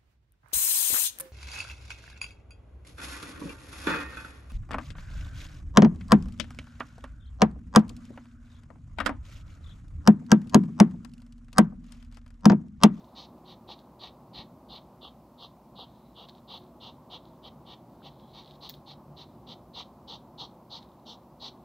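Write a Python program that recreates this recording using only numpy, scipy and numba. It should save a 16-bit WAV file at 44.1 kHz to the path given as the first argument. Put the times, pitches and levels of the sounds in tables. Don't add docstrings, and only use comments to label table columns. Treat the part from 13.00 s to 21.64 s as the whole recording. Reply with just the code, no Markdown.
import sys
import numpy as np
from scipy import signal
from scipy.fft import rfft, irfft
from scipy.io import wavfile
from scipy.ndimage import uniform_filter1d
from numba import njit

SR = 44100
rng = np.random.default_rng(int(sys.argv[2]) if len(sys.argv) > 2 else 0)


def linear_from_db(decibels):
    return 10 ** (np.asarray(decibels, float) / 20)


def digitize_waveform(pressure):
    field = np.atleast_2d(pressure).T
    bounded = np.clip(field, -1, 1)
    quanta = np.round(bounded * 32767).astype(np.int16)
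    wavfile.write(sys.argv[1], SR, quanta)


N = 381024

# f/Hz, density/dB
TRAFFIC_SPECTRUM = [(13, -56), (22, -37), (35, -29), (49, -9), (92, -6.5), (125, -4.5), (157, -1.5),
                    (233, 0.5), (276, -4.5), (366, -5.5), (426, -14), (576, -8), (645, -8.5), (1050, -11),
                    (2000, -45.5), (2600, -84), (4400, -120)]
# t/s, level/dB
TRAFFIC_SWELL = [(0, 1), (.74, 0), (.98, -2), (1.4, 1), (2.2, -2.5), (4.9, 1), (5.4, -1), (6.7, 1.5),
                 (8.64, -1)]
# t/s, level/dB
LORRY_LEVEL = [(0, -71), (3.6, -73.5), (4.3, -63.5), (6.5, -57.5), (7.2, -99), (8.64, -59)]
# f/Hz, width/Hz, level/dB
FAN_TONES = [(62.1, 18, -67.5), (121.8, 9, -68), (243.5, 12.4, -65.5), (363.5, 8, -69)]
# t/s, level/dB, rise/(dB/s), fall/(dB/s)
LEAF_SHUFFLES = [(.002, -66.5, 900, 600), (.05, -76, 500, 50), (.785, -66, 900, 240), (2.886, -73, 300, 50),
                 (3.064, -78, 150, 70), (3.296, -54.5, 700, 900), (3.388, -67.5, 120, 700),
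                 (3.62, -67, 500, 240), (4.288, -71, 70, 300), (4.352, -76, 150, 500),
                 (4.912, -83, 300, 60), (5.01, -76, 500, 500), (5.11, -70, 500, 100), (5.2, -66, 800, 550),
                 (5.33, -71, 70, 296), (5.51, -60, 90, 400), (5.548, -62, 400, 550),
                 (5.7, -44.5, 2000, 1500), (5.739, -57.5, 1500, 390), (6.27, -73.5, 500, 102),
                 (7.825, -59.5, 800, 500), (7.937, -78, 100, 650), (8.003, -85, 250, 350),
                 (8.231, -77, 900, 600), (8.525, -76, 500, 100)]
# f/Hz, density/dB
LEAF_SPECTRUM = [(940, -60), (1600, -11), (2260, -12.5), (2580, -14), (3040, -9), (3790, -16.5),
                 (4630, -15), (5150, -10.5), (7480, -30), (15800, -34)]
# t/s, peak/dB, ring f/Hz, treble share/dB, scatter share/dB
TWIG_SNAPS = [(0.044, -51, 3670, -23, -3), (0.3815, -63, 3920, -15, -18), (0.791, -45, 3950, -29, -9),
              (3.2864, -41, 3770, -24, -16), (3.2953, -39, 4000, -27, -20), (3.351, -47.5, 3800, -29, -14),
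              (3.3827, -55, 3540, -21, -14), (3.6651, -59, 3590, -18, -18), (4.2543, -48.5, 3780, -22, -13),
              (5.198, -49, 3500, -27, -20), (5.446, -45, 3900, -31, -21), (5.4594, -46, 3910, -36, -21),
              (5.4765, -44, 3580, -31, -22), (5.51, -40, 3680, -29, -24), (5.691, -31.5, 3730, -16, -1),
              (5.6959, -31.5, 4460, -2, -10), (5.7402, -38, 3830, -26, -12), (7.889, -58, 3850, -15, -18),
              (7.9179, -57, 3740, -14, -18), (7.998, -62, 4070, -16, -18)]
# t/s, length/s, peak airflow/dB, crest place/(0-1)
HUFF_EVENTS = [(0.148, 0.13, -48.5, 0.39), (0.442, 0.112, -54, 0.56), (0.671, 0.08, -46, 0.52),
               (0.988, 0.12, -47.5, 0.48), (1.328, 0.12, -46.5, 0.43), (1.681, 0.12, -47.1, 0.52),
               (2.007, 0.1, -50, 0.46), (2.373, 0.11, -49.4, 0.55), (2.747, 0.11, -47.5, 0.6),
               (3.142, 0.128, -51.5, 0.51), (3.469, 0.12, -43.5, 0.58), (3.797, 0.123, -47, 0.46),
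               (4.094, 0.089, -45.5, 0.54), (4.42, 0.078, -51.5, 0.56), (4.647, 0.11, -50.5, 0.6),
               (5.015, 0.083, -52.5, 0.66), (5.327, 0.11, -51, 0.44), (5.602, 0.088, -45, 0.58),
               (5.857, 0.093, -49.6, 0.46), (6.158, 0.092, -48.5, 0.58), (6.462, 0.087, -46.5, 0.52),
               (6.731, 0.11, -42.5, 0.51), (7.07, 0.11, -44.5, 0.44), (7.376, 0.1, -42, 0.41),
               (7.695, 0.11, -43.5, 0.46), (8.051, 0.11, -46.5, 0.46), (8.393, 0.11, -43, 0.56)]
# t/s, nostril f/Hz, facing camera/dB, nasal level/dB
HEAD_POSE = [(.15, 3950, 6.5, -15.5), (.46, 3700, 3, -14), (1.33, 3850, -1.5, -12.5), (1.7, 3780, -4, -22),
             (2.0, 3340, -7, -33), (2.38, 3700, -1, -32), (2.76, 3540, -8, -34), (3.15, 3430, -4, -24),
             (3.47, 3700, -3.5, -24), (3.8, 3380, -0.5, -23.5), (4.42, 3480, -1, -16), (5.03, 3550, 3, -12),
             (5.5, 3920, 4, -18), (6.46, 3700, 3, -16), (7.4, 3800, 3.5, -27.5), (7.7, 3960, 4, -26),
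             (8.05, 3700, 8, -30), (8.4, 3960, 4.5, -23)]
# f/Hz, density/dB
JET_SPECTRUM = [(1400, -70), (2400, -38), (2620, -17), (2780, -3.5), (3200, -2.5), (3700, -3.5),
                (4100, -2.5), (4600, -5), (5000, -8), (5350, -31.5), (6500, -28), (9000, -45), (16000, -63)]
# f/Hz, width/Hz, level/dB
NASAL_MODES = [(1930, 300, 5), (2270, 380, 6), (2560, 260, 2)]
# f/Hz, width/Hz, level/dB
CHEST_MODES = [(258, 270, 4.5), (457, 180, 11.5), (790, 63, 10), (883, 385, 14.5), (1097, 84, 6)]
# f/Hz, width/Hz, level/dB
WHISTLE_MODES = [(5385, 350, 6.5), (5760, 890, 3.5), (7120, 450, -18)]
# f/Hz, width/Hz, level/dB
FINE_MODES = [(12400, 10000, -9), (13800, 1800, -11), (15300, 1200, -3)]
# t/s, peak/dB, f/Hz, length/cycles
PRESSURE_THUDS = [
    (1.3935, -39, 125, .45),
    (5.68, -52, 80, .5),
    (5.0205, -50, 1350, 1.3),
    (.6915, -35, 800, .55),
    (.7035, -38, 750, .55),
]
# t/s, f/Hz, level/dB, rise/(dB/s), fall/(dB/s)
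INDRAWN_WHISTLES = [
    (2.935, 3600, -72, 900, 300),
    (3.1, 3950, -75, 60, 250),
    (4.93, 4550, -79, 120, 150),
    (5.26, 3350, -66, 90, 60),
    (5.31, 3950, -67, 70, 250),
]
# t/s, level/dB, rise/(dB/s), fall/(dB/s)
SPINE_BRUSHES = [
    (3.295, -78, 400, 400),
    (3.56, -71.5, 200, 180),
    (5.055, -79, 280, 260),
    (5.75, -74, 44, 300),
]
# f/Hz, density/dB
HISS_MID_SPECTRUM = [(900, -25.5), (1500, -6), (2100, -3.5), (3300, -7), (4600, -6.5), (6000, -10),
                     (9000, -13), (12000, -9.5), (14000, -7.5), (15200, -8), (16500, -7.5)]
# f/Hz, density/dB
HISS_SIDE_SPECTRUM = [(900, -39), (1800, -11), (4200, -4.5), (6400, -8.5), (14600, -7.5), (16500, -6.5)]


def level(x, db):
    return x * linear_from_db(db) / np.sqrt(np.mean(x ** 2))


def noise():
    return rng.standard_normal(N)


def colour(x, spectrum):
    hz, db = np.transpose(spectrum)
    grid_hz = np.linspace(1, SR / 2, 4097)
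    log_gain = np.log(linear_from_db(np.interp(np.log(grid_hz), np.log(hz), db)))
    cepstrum = irfft(log_gain)
    cepstrum[1:4096] *= 2
    cepstrum[4097:] = 0
    impulse = irfft(np.exp(rfft(cepstrum)))
    return signal.fftconvolve(x, impulse)[:N]


@njit
def svf(x, hz, width_hz):
    y, b, l = np.empty(len(x)), 0., 0.
    for i in range(len(x)):
        g, k = np.tan(np.pi * hz[i] / SR), width_hz / hz[i]
        v = (b + g * (x[i] - l)) / (1 + g * (g + k))
        b, l, y[i] = 2 * v - b, l + 2 * g * v, k * v
    return y


def band(x, hz, width_hz):
    hz = hz + np.zeros(N)
    once = svf(x, hz, 1. * width_hz)
    return svf(once, hz, 1. * width_hz)


def resonate(x, modes, db):
    ringing = sum(linear_from_db(gain_db) * band(x, hz, width_hz) for hz, width_hz, gain_db in modes)
    return linear_from_db(db) * level(ringing, 0)


def walk(rate_hz):
    hold = int(SR / rate_hz)
    steps = np.repeat(rng.standard_normal(N // hold + 1), hold)
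    return 1.3 * uniform_filter1d(uniform_filter1d(steps, hold), hold)[:N]


def bumps_db(rows):
    now = np.arange(N) / SR
    slopes = [db - np.where(now < s, rise, -fall) * (s - now) for s, db, rise, fall in rows]
    return np.max(slopes, axis=0)


def background():
    now = np.arange(N) / SR
    rumble_db, roar_db, roar_swell_share = -58.5, -59, 0.57
    lorry_hz, lorry_width_hz = 144.1, 9.8
    swell_db = np.interp(now, *np.transpose(TRAFFIC_SWELL))
    road = colour(noise(), TRAFFIC_SPECTRUM)
    rumble = signal.sosfiltfilt(signal.butter(2, 400, fs=SR, output="sos"), road)
    traffic = linear_from_db(rumble_db + swell_db + .7 * walk(6)) * level(rumble, 2.5)
    traffic += linear_from_db(roar_db + roar_swell_share * swell_db + .6 * walk(9)) * level(road - rumble, 1.1)
    lorry_db = np.interp(now, *np.transpose(LORRY_LEVEL))
    lorry = linear_from_db(lorry_db) * level(band(noise(), lorry_hz, lorry_width_hz), 0)
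    fan = sum(level(band(noise(), hz, width_hz), db) for hz, width_hz, db in FAN_TONES)
    return traffic + lorry + fan


def leaves():
    jerk_db, jerk_rise_db_per_s, jerk_fall_db_per_s = -27.5, 900, 220
    cracks_per_s, leaf_hz, leaf_width_hz = 2500, 3850, 1000
    jerks = [(s + length_s, db + jerk_db, jerk_rise_db_per_s, jerk_fall_db_per_s)
             for s, length_s, db, _ in HUFF_EVENTS]
    size = linear_from_db(3.2 * np.minimum(rng.exponential(size=N), 3.5))
    cracks = (rng.random(N) < cracks_per_s / SR) * size * noise()
    cracks = level(cracks, 0) + 0.49 * noise()
    ringing = .3 * cracks + 1.6 * band(cracks, leaf_hz, leaf_width_hz)
    return linear_from_db(bumps_db([*LEAF_SHUFFLES, *jerks])) * level(colour(ringing, LEAF_SPECTRUM), 0)


def snaps():
    length = 4000
    out, t = np.zeros(N + length), np.arange(length) / SR
    chance = rng.standard_normal((len(TWIG_SNAPS), 2, length))
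    low_sos = signal.butter(3, (2800, 6800), "bandpass", fs=SR, output="sos")
    high_sos = signal.butter(3, (12500, 16500), "bandpass", fs=SR, output="sos")
    shape = np.exp(-(t / .00038 - 1.6) ** 2)
    scatter = np.exp(-t / 0.0089) * np.clip(t / 0.0027, 0, 1)
    for (s, db, hz, treble_db, scatter_db), (low, high) in zip(TWIG_SNAPS, chance):
        tail = linear_from_db(scatter_db) * scatter
        body = shape * np.sin(2 * np.pi * hz * t) + 0.46 * tail * signal.sosfilt(low_sos, low)
        treble = 1.5 * shape * np.sin(2 * np.pi * 15000 * t)
        treble += 1.4 * tail * signal.sosfilt(high_sos, high)
        start = int(s * SR)
        out[start:start + length] += linear_from_db(db) * (body + linear_from_db(treble_db) * treble)
    return out[:N]


def huffs():
    roundness, breath_s = 2.66, 0.12
    usual_db, usual_hz = -47, 3700
    sink, bypass, nostril_width_hz = 0.054, 0.09, 1570
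    now = np.arange(N) / SR

    rows = np.array(HUFF_EVENTS)
    index = np.clip(np.searchsorted(rows[:, 0] - .03, now) - 1, 0, None)
    start, length_s, peak_db, crest = rows[index].T
    part = np.clip((now - start) / length_s, 1e-5, 1 - 1e-5)
    rise = (part / crest) ** crest
    fall = ((1 - part) / (1 - crest)) ** (1 - crest)
    flow_db = peak_db + 20 * np.log10((rise * fall) ** roundness)
    age = np.clip((now - start) / breath_s - .5, -.6, .7)

    pose_s, *pose = np.transpose(HEAD_POSE)
    nostril_hz, facing_db, nasal_db = (np.interp(start, pose_s, column) for column in pose)
    effort_db = peak_db - usual_db
    chest_db = -4 - 5 * (nostril_hz - usual_hz) * 0.0013 - 0.16 * effort_db

    air = linear_from_db(1.2 * walk(260) + 0.74 * walk(45)) * noise()
    lift = band(air, nostril_hz * (1 - sink * age), nostril_width_hz)
    jet = level(colour(bypass * air + lift, JET_SPECTRUM), 0)
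    nasal_air = signal.sosfilt(signal.butter(4, 1800, "high", fs=SR, output="sos"), air)
    nasal = resonate(nasal_air, NASAL_MODES, nasal_db + 12 * age + 2.0 * walk(40))
    puff = signal.sosfilt(signal.butter(6, 1280, fs=SR, output="sos"), linear_from_db(2.0 * walk(150)) * air)
    chest = resonate(puff, CHEST_MODES, chest_db + 3 * age)
    whistle = resonate(air, WHISTLE_MODES, -20.5 + facing_db + 6 * age)
    fine = resonate(air, FINE_MODES, -31.5 - .6 * effort_db)
    fast = linear_from_db(0.056 * (flow_db + 50.5)) * (whistle + fine)
    return linear_from_db(flow_db) * (jet + nasal + chest + fast)


def thuds():
    t = np.arange(N) / SR
    out = np.zeros(N)
    for s, db, hz, cycles in PRESSURE_THUDS:
        envelope = np.exp(-((t - s) * hz / cycles) ** 2)
        out -= linear_from_db(db) * envelope * np.sin(2 * np.pi * hz * (t - s) + 1)
    return out


def wheezes():
    width_hz, trim_db = 350, -2
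    air = linear_from_db(2.5 * walk(70)) * noise()
    out = np.zeros(N)
    for s, hz, *shape in INDRAWN_WHISTLES:
        out += linear_from_db(trim_db + bumps_db([(s, *shape)])) * level(band(air, hz, width_hz), 0)
    return out


def brush():
    grains = linear_from_db(2.9 * walk(300)) * noise()
    return resonate(grains, FINE_MODES, bumps_db(SPINE_BRUSHES))


def hedge(x):
    t60_s, echo_db = 0.16, -11
    t = np.arange(SR // 4) / SR
    echo = rng.standard_normal(len(t)) * linear_from_db(-60 * t / t60_s) * np.clip(t / 0.0023, 0, 1)
    echo /= np.sqrt(np.sum(echo ** 2))
    return x + linear_from_db(echo_db) * signal.fftconvolve(x, echo)[:N]


def scene():
    animals = hedge(huffs() + leaves() + brush() + snaps())
    mono = animals + thuds() + background() + wheezes()
    return np.array([mono, mono])


def top_cut(x):
    return signal.sosfilt(signal.butter(12, 16620, fs=SR, output="sos"), x)


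def record(dry):
    mid_db, side_db, top_hz = -73, -80, 15740
    mid = level(colour(noise(), HISS_MID_SPECTRUM), mid_db)
    side = level(colour(noise(), HISS_SIDE_SPECTRUM), side_db)
    hissing = dry + mid + side * np.array([[1], [-1]])
    cut = signal.ellip(8, .2, 40, top_hz, fs=SR, output="sos")
    return top_cut(signal.sosfiltfilt(cut, hissing))


dry = scene()
out = record(dry)
digitize_waveform(out)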